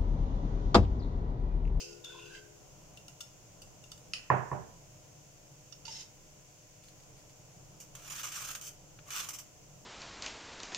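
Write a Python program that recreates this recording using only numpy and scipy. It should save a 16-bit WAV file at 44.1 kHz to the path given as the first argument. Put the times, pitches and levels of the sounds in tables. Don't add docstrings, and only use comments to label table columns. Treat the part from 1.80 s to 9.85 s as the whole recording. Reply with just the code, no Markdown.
import sys
import numpy as np
from scipy import signal
from scipy.fft import rfft, irfft
from scipy.io import wavfile
from scipy.ndimage import uniform_filter1d

SR = 44100
rng = np.random.default_rng(int(sys.argv[2]) if len(sys.argv) > 2 else 0)


def to_wav(sig):
    pcm = np.clip(np.atleast_2d(sig), -1, 1) * 32767
    pcm = np.round(pcm).astype(np.int16)
    wavfile.write(sys.argv[1], SR, pcm.T)


N = 355005
T = np.arange(N) / SR


def knife_on_bun(flakes_db=-9, blade_db=-6, stall_db=-7, touch_s=0.043, press_in_db=17.5, tip_db=-2):
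    # start_s, press_in_s, length_s, level_db, hollow_db, left_minus_right_db, lift_db_per_s
    strokes = [(6.129, 0.27, 0.62, -44.5, -2.5, 0, 320), (6.788, 0.068, 0.095, -45.5, -15, 3, 452),
               (7.25, 0.14, 0.14, -38.5, 0.5, 0, 158), (7.459, 0.015, 0.12, -52, -18, 6, 300)]
    # start_s, level_db, length_s, stall_before_s
    catches = [(5.999, -52, 0.041, 0.01), (6.151, -46, 0.009, 0.01), (6.298, -47.5, 0.027, 0.0037),
               (6.4315, -44.5, 0.021, 0.019), (6.518, -52, 0.0084, 0.028), (6.749, -43, 0.013, 0.037),
               (6.811, -47, 0.017, 0.016), (7.304, -47, 0.013, 0.02), (7.487, -40, 0.0096, 0.015),
               (7.531, -50.5, 0.022, 0.009), (7.585, -47, 0.023, 0.015)]
    # frequency_hz, level_db
    rasp_colour = [(200, -82), (550, -11.5), (820, -3.5), (1050, 3), (1400, 3), (1870, -0.5), (2250, 1),
                   (3000, 0), (4200, -5), (6600, -31)]
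    crumb_colour = [(500, -56), (1470, -26), (2400, -3), (2950, -8.5), (4100, -13.5), (5000, 1), (5900, 0),
                    (6700, 3), (7400, 4), (8000, -5), (10500, -9), (12700, -9), (15000, -15), (15800, -43)]
    flake_colour = [(3000, -13), (8500, -22), (11400, -4), (11850, 5.5), (12500, -12), (13200, 2),
                    (13700, 0), (14800, 9), (15600, -29)]
    # pitch_hz, level_db, t60_s
    blade_modes = [(2980, -5, .016), (5820, 0, .02), (6200, -2, .016), (7450, -3, .014), (11900, -8, .012)]
    rasp = colour(friction(per_s=2200, spread_db=2.6, smear_s=.012), rasp_colour)
    rasp = unit(drift(rasp, share=.08, rate_hz=14))
    crumbs = drift(friction(per_s=2900, spread_db=3.3, smear_s=.009), share=.05, rate_hz=12)
    crumbs = unit(colour(crumbs, crumb_colour))
    flakes = unit(colour(friction(per_s=600, spread_db=3.2, smear_s=.005), flake_colour))
    blade = through(friction(per_s=2000, spread_db=3, smear_s=.005), ring(blade_modes)[None])
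    blade = drift(unit(blade), share=.02, rate_hz=10)
    crisp = 0.95 * crumbs + amp(flakes_db) * flakes + amp(blade_db) * blade
    drag = unit(amp(1.6 * walk(110)))
    for start, _, length, stall_s in catches:
        times = [start - stall_s, start - stall_s / 2, start, start + length]
        drag *= np.interp(T, times, [1, amp(stall_db), amp(stall_db), 1])
    out, pressed = np.zeros((2, N)), np.zeros(N)
    for start, press_s, length, db, hollow_db, side_db, lift_db_per_s in strokes:
        age = T - start
        contact = np.clip(age / touch_s, 0, 1) * amp(-lift_db_per_s * np.clip(age - length, 0, 1))
        force = amp(db - press_in_db * np.clip(1 - age / press_s, 0, 1))
        hollow = amp(hollow_db + tip_db * np.clip(age / length, 0, 1) ** 2)
        out += contact * force * drag * pan(side_db) * (crisp + hollow * rasp)
        pressed += contact * hollow
    crunch = crisp + (amp(-15) + amp(-4) * pressed) * rasp
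    out += crunch * sum(amp(db + 1) * grip(start, length) for start, db, length, _ in catches)
    out += amp(-53) * grip(start_s=7.188, length_s=0.01) * rasp
    return out + room(out, wet_db=-8.5)


def dish_down(clack_db=-6, counter_db=-31, rattle_db=-30, crack_db=-41, rise_s=0.0017, side_db=-7):
    # start_s, level_db, contact_ms
    knocks = [(2.501, 3, 0.14), (2.532, -4.5, 0.77), (2.7148, -3.5, 0.8), (2.728, -9, 0.84)]
    # pitch_hz, level_db, t60_s
    dish_modes = [(974, -3.5, 0.02), (1096, -4, 0.018), (1800, -7, 0.015), (480, -34, 0.015)]
    counter_modes = [(129, 0, .24), (328, -19, .5), (388, -10, .34), (458, -20, .5), (592, -14, .45),
                     (657, -12, .35), (727, -14, .45), (813, -13, .38), (920, -12, .22), (950, -11, .2),
                     (1044, -9, .16), (1244, -15, .25), (1357, -16, .26), (1507, -19, .33),
                     (1701, -16, .25), (1873, -18, .24)]
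    # frequency_hz, level_db
    rattle_colour = [(47, -49.5), (80, -14.5), (130, -7), (232, -18.5), (385, -18.5), (487, -13),
                     (950, -9.5), (1160, -15.5), (1760, -17), (2070, -23.5), (2610, -27), (3750, -47.5),
                     (6000, -54), (7800, -83), (13200, -120)]
    blows = np.zeros(N)
    for start, db, contact_ms in knocks:
        push = np.exp(-T[:SR // 100] * 1000 / (contact_ms / 2))
        add(blows, start, amp(db) * push / push.sum())
    clack = amp(clack_db) * ring(dish_modes) * (1 - np.exp(-T[:SR] / rise_s))
    counter = amp(counter_db) * ring(counter_modes)
    rattle = colour(burst(t60_s=0.45), rattle_colour)
    rattle *= amp(rattle_db) / np.sqrt(np.mean(rattle[:, :SR // 20] ** 2))
    near = through(blows, (clack + counter + rattle) * pan(side_db))
    # frequency_hz, level_db
    crack_colour = [(2000, -5), (3800, -12.5), (5500, 14), (7000, -6), (9000, -42.5), (15000, -22.5)]
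    crack = colour(burst(t60_s=0.019), crack_colour)
    add(near, knocks[0][0], amp(crack_db) * crack / np.abs(crack).max())
    near = butter(near, 85, "high")
    return near + room(through(blows, clack * pan(side_db)), wet_db=-9)


def rim_clink(start_s=2.3347, ring_db=-22, crack_db=-25, rise_s=.0018, side_db=-1):
    # pitch_hz, level_db, t60_s
    rim_modes = [(1350, -16, .014), (2520, -2, .014), (2700, -1.5, .014), (2980, -2.5, .012),
                 (4425, -8.5, .018), (4880, -8, .02), (5330, -4.5, .016), (6605, -11, .014),
                 (8915, -17, .012), (9940, -14, .012)]
    # frequency_hz, level_db
    crack_colour = [(700, -25), (1300, -8), (2700, 0), (3700, -7), (5200, 2), (7800, -12),
                    (10000, -10), (11000, -28)]
    crack = colour(burst(t60_s=.024), crack_colour)
    build_up = 1 - np.exp(-T[:SR] / rise_s)
    out = np.zeros((2, N))
    add(out, start_s, amp(ring_db) * ring(rim_modes) * build_up * pan(side_db))
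    add(out, start_s, amp(crack_db) * crack / np.abs(crack).max())
    return out + room(out, wet_db=0.8)


def cutlery_clinks(ring_db=-22, rise_s=0.002, chatter_t60_s=.014, bounce_s=0.013, bounce_db=-16):
    # start_s, level_db, treble_db, left_minus_right_db, free_ring_db, first_pitch_hz, second_pitch_hz
    clinks = [(0.244, -33.5, 5, 2, 1, 3500, 6610), (1.172, -41, 8, 0, 1, 2760, 2760),
              (1.2803, -39, 8.5, 0, -3, 2760, 6611), (1.405, -34.5, 11, 8.5, 9, 3400, 3100),
              (1.410, -39, 5, -12, -12, 5380, 6610), (1.818, -38.5, 10, -1, -4.5, 4460, 2720),
              (2.038, -47.5, 5.5, 7, 9, 2730, 6610), (2.116, -34.5, 6, -2, -6, 7860, 3430),
              (2.176, -45.5, 8, 0, -6, 7400, 9200), (3.923, -37.5, -9, -7, -5, 5380, 2400),
              (4.051, -36.5, -12, -6, 7, 4520, 5450), (4.079, -40, -15, -21.5, -6, 7450, 3100)]
    # pitch_hz, level_db, t60_s
    steel_modes = [(1400, -7, .15), (2760, -2, .11), (2990, -2, .08), (3520, -3, .11), (3620, -7, .08),
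                   (4560, -4, .12), (4820, -6, .12), (5380, -2, .22), (6611, -1, .15), (7400, -5, .1),
                   (9200, -8, .05), (11060, -8, .08)]
    # frequency_hz, level_db
    tick_colour = [(600, -25), (1400, -2), (2000, -6), (2800, 0), (4200, 1.5), (6000, 0), (9000, -10),
                   (15000, -18)]

    def nearness(hz, spot_hz, width_octaves=.09):
        return np.exp(-(np.log2(hz / spot_hz) / width_octaves) ** 2)

    out = np.zeros((2, N))
    bite = np.minimum(T[:SR] / rise_s, 1)
    for start, db, treble_db, side_db, free_db, first_hz, second_hz in clinks:
        freedom = min(amp(free_db / 2), 1)
        modes = [(hz, mode_db + 10 * nearness(hz, first_hz) + 7 * nearness(hz, second_hz), t60 * freedom)
                 for hz, mode_db, t60 in steel_modes]
        touch = burst(t60_s=0.03) * bite
        damped = ring([(hz, mode_db, chatter_t60_s) for hz, mode_db, _ in modes])
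        chatter = through(touch, damped[None])[:, :SR]
        tone = [(hz, band_db + treble_db * (hz > 8000)) for hz, band_db in tick_colour]
        tick = colour(unit(chatter) + amp(1) * unit(touch), tone)
        tick /= np.abs(tick).max()
        after_ring = amp(ring_db + free_db) * ring(modes) * bite / 2
        add(out, start, amp(db) * pan(side_db) * (tick + after_ring))
        add(out, start + bounce_s, amp(db + bounce_db) * pan(side_db) * tick)
    return out + room(out, wet_db=-5.5)


def steel_on_glaze(ring_db=-5.5, ring_t60_s=.014, judder_db=1.5, grip_s=0.00033, skid_s=0.12):
    # start_s, length_s, level_db, skid_off_db, fade_db_per_s, left_minus_right_db
    contacts = [(0.0, 0.0027, -42, 1.5, 135, -3), (0.25, 0.29, -57, 1.5, 350, 1),
                (0.541, 0.033, -52, -0.5, 597, -1), (4.052, 0.17, -49.5, 4, 1100, -1.5)]
    # frequency_hz, level_db
    contact_colours = [
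        [(700, -37), (1460, -25), (1900, -28), (2650, -6.5), (3700, -21), (4500, -10.5), (5200, -2.5),
         (5900, -7.5), (6500, -9), (8000, -15.5), (10000, -29), (11000, -26), (15000, -33)],
        [(600, -33), (1000, 1), (1250, -6.5), (1500, 7.5), (2000, -17), (2650, 5.5), (3300, -5), (4100, -5),
         (5500, -7), (6600, -2.5), (9000, -17), (15000, -26)],
        [(900, -25), (1600, -5), (2100, -1), (3050, 2.5), (4100, -10), (4800, -3), (6500, -10), (8000, -8),
         (10000, -29), (15000, -25)],
        [(500, -50), (900, -12), (1200, -17), (1800, -10.5), (3200, -5.5), (4600, -3.5), (5350, -1),
         (6400, 0.5), (7400, -6.5), (8600, -16), (11000, -25), (15000, -30)],
    ]
    pressed_modes = [2650, 3200, 3900, 4600, 5300, 6380, 6680, 7400, 9780, 10600, 11800, 12400, 14500]
    slips = friction(per_s=2700, spread_db=3, smear_s=0.025)
    singing = through(slips, ring([(hz, 0, ring_t60_s) for hz in pressed_modes])[None])
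    singing = drift(singing, share=.02, rate_hz=35)
    steel = (unit(slips) + amp(ring_db) * unit(singing)) * amp(judder_db * walk(140))
    out = np.zeros((2, N))
    for (start, length, db, skid_db, fade_db_per_s, side_db), tone in zip(contacts, contact_colours):
        past_end = T - start - length
        skid = np.exp(np.clip(past_end / skid_s, -20, 0))
        attack = np.clip((T - start) / grip_s, 0, 1)
        gain = amp(db - 1 + skid_db * skid - fade_db_per_s * np.clip(past_end, 0, 1))
        out += unit(colour(steel, tone)) * attack * gain * pan(side_db)
    out += squeals()
    return out + room(out, wet_db=-5)


def squeals(sag_share=0.0262, waver_share=.032, flutter_db=4.5, fall_power=1.97):
    # start_s, rise_s, length_s, pitch_hz, level_db, roughness
    tones = [(0.24, 0.0037, 0.35, 3540, -47.5, 0.58), (0.25, 0.037, 0.5, 1450, -61.5, 0.78),
             (0.333, 0.028, 0.14, 1013, -50.5, 1.1), (0.374, 0.033, 0.278, 2724, -51.5, 1.07),
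             (0.495, 0.07, 0.22, 1592, -46, 0.68), (4.076, 0.0055, 0.059, 907, -46, 0.4),
             (4.11, 0.008, 0.22, 5420, -45.5, 0.32)]
    out = np.zeros(N)
    waver, flutter = walk(250)[:SR], walk(150)[:SR]
    for start, rise_s, length, hz, db, roughness in tones:
        progress = np.minimum(T[:SR] / length, 1)
        pitch_hz = hz * (1 - sag_share * progress) * (1 + waver_share * roughness * waver)
        swell = np.minimum(T[:SR] / rise_s, 1) * (1 - progress) ** fall_power
        tremble = unit(amp(flutter_db * roughness * flutter))
        add(out, start, amp(db) * swell * tremble * sine(pitch_hz))
    return out


def bun_in_hand():
    # start_s, level_db, length_s
    squeezes = [(5.03, -63, .07), (5.084, -59, .008), (5.2, -61, .008), (5.233, -61, .006),
                (5.36, -64, .06), (5.494, -57.5, .012), (5.559, -61, .006)]
    # frequency_hz, level_db
    crackle_colour = [(600, -20), (1500, -4), (2800, 0), (4100, -5), (6500, -2), (9000, -8), (15000, -16)]
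    crackle = unit(colour(friction(per_s=900, spread_db=3.5, smear_s=.008), crackle_colour))
    out = crackle * sum(amp(db) * grip(start, length) for start, db, length in squeezes)
    return out + room(out, wet_db=-7)


def far_horn(fade_start_s=0.32, fade_end_s=1.0, flutter_db=2, waver_share=0.0151):
    # pitch_hz, level_db
    notes = [(350, -68.5), (420, -67.5), (495, -71.5), (1450, -81.5)]
    chord = sum(amp(db + flutter_db * walk(13.8)) * sine(hz * (1 + waver_share * walk(39.9)))
                for hz, db in notes)
    chord *= np.sqrt(2) * np.interp(T, [fade_start_s, fade_end_s], [1, 0])
    return chord * pan(side_db=23) + room(chord, wet_db=-4.5)


def room_tone(air_db=-59.5, hiss_db=-60.5, swell_db=1.3, alike_below_hz=350):
    # frequency_hz, level_db
    air_colour = [(12, -35.5), (20, 3.5), (33, -7.5), (75, -9.5), (136, 1.5), (246, -17), (306, -13.5),
                  (401, -16), (424, -14), (464, -14), (498, -15.5), (608, -12.5), (642, -15.5), (742, -14),
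                  (797, -18), (1500, -28.5), (1950, -72), (3300, -120)]
    hiss_colour = [(710, -37), (1200, -31.5), (1340, -9), (1520, -11.5), (1930, -11), (2610, -8),
                   (2810, -7.5), (4020, -15), (5490, -5.5), (6600, -0.5), (7270, -4), (8730, -17.5),
                   (13600, -19), (15000, -16.5), (15800, -20)]
    mid, side = colour(rng.standard_normal((2, N)), air_colour)
    side = 0.19 * side + 0.61 * butter(side, alike_below_hz, "high", order=1)
    air = np.array([mid + side, mid - side]) / np.std(mid)
    air *= amp(air_db + swell_db * walk(5))
    hiss = amp(hiss_db) * unit(colour(rng.standard_normal((2, N)), hiss_colour))
    return air + hiss


def appliance_hum(trim_db=-1, flutter_db=0.89, waver_hz=1.823):
    # pitch_hz, level_db, left_minus_right_db
    partials = [(108, -77, -6), (144.7, -79, -4), (307, -81.5, 24.5), (422, -91.5, 4), (507, -77.5, 7),
                (607.4, -77, 15.5), (730, -83.5, -4), (1014, -85.5, 19.5)]
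    out = np.zeros((2, N))
    for hz, db, side_db in partials:
        gain = np.sqrt(2) * amp(db + trim_db + flutter_db * walk(4.9))
        out += gain * pan(side_db) * sine(hz + waver_hz * walk(12))
    return out


def room(x, wet_db, low_t60_s=0.64, high_t60_s=0.25, split_hz=2000, rise_s=0.0015):
    tail = butter(burst(low_t60_s), split_hz, "low") + butter(burst(high_t60_s), split_hz, "high")
    return amp(wet_db) * through(x, tail * np.clip(T[:SR] / rise_s, 0, 1))


def friction(per_s, spread_db, smear_s, shared=0.34, direct_db=-4):
    slips = np.zeros((3, N))
    slipping = rng.random((3, N)) < per_s / SR
    polarity = np.sign(rng.standard_normal((3, N))[slipping])
    size = np.minimum(rng.exponential(size=(3, N))[slipping], 4)
    slips[slipping] = polarity * amp(spread_db * size)
    stereo = np.sqrt(shared) * slips[2] + np.sqrt(1 - shared) * slips[:2]
    return through(stereo, burst(smear_s)) + amp(direct_db) * slips[2]


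def ring(modes):
    t = T[:SR // 2]
    sound = sum((-1) ** k * amp(db - 60 * t / max(t60, 1e-3)) * np.sin(2 * np.pi * hz * t)
                for k, (hz, db, t60) in enumerate(modes))
    return np.pad(sound, (0, SR - len(t)))


def burst(t60_s):
    noise = rng.standard_normal((2, SR)) * np.exp(-np.log(1000) * T[:SR] / t60_s)
    return unit(noise) / np.sqrt(SR)


def grip(start_s, length_s):
    progress = np.clip((T - start_s) / length_s, 0, 10)
    return np.minimum(10 * progress, 1) * np.exp(-progress ** 2)


def drift(x, share, rate_hz):
    warped_s = np.cumsum(1 + share * walk(rate_hz)) / SR % T[-1]
    return np.array([np.interp(warped_s, T, side) for side in x])


def walk(rate_hz):
    hold = max(int(SR / rate_hz), 1)
    steps = np.repeat(rng.standard_normal(N // hold + 1), hold)
    return unit(uniform_filter1d(steps, hold)[:N])


def colour(x, points, size=8192):
    hz, db = np.transpose(points)
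    bins_hz = np.maximum(np.fft.rfftfreq(size, 1 / SR), 1)
    gain = amp(np.interp(np.log(bins_hz), np.log(hz), db))
    cepstrum = irfft(np.log(gain))
    cepstrum[1:size // 2] *= 2
    cepstrum[size // 2 + 1:] = 0
    response = irfft(np.exp(rfft(cepstrum)))
    return through(x, response[None])[:, :x.shape[-1]]


def butter(x, hz, kind, order=2):
    return signal.sosfilt(signal.butter(order, hz, kind, fs=SR, output="sos"), x)


def through(x, response):
    return signal.fftconvolve(np.atleast_2d(x), response, axes=-1)[:, :N]


def sine(pitch_hz):
    return np.sin(2 * np.pi * np.cumsum(pitch_hz) / SR)


def amp(db):
    return 10 ** (np.asarray(db) / 20)


def unit(x):
    return x / np.sqrt(np.mean(x ** 2))


def pan(side_db):
    return amp(np.array([[side_db], [-side_db]]) / 2)


def add(out, start_s, x):
    i = max(int(start_s * SR), 0)
    out[..., i:i + x.shape[-1]] += x[..., :N - i]


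def scene():
    tableware = dish_down() + cutlery_clinks() + rim_clink() + steel_on_glaze()
    bun = bun_in_hand() + knife_on_bun()
    return tableware + bun + far_horn() + room_tone() + appliance_hum()


def record(dry):
    top_hz = 15750
    return signal.sosfilt(signal.ellip(10, .2, 70, top_hz, fs=SR, output="sos"), dry)


dry = scene()
out = record(dry)
to_wav(out)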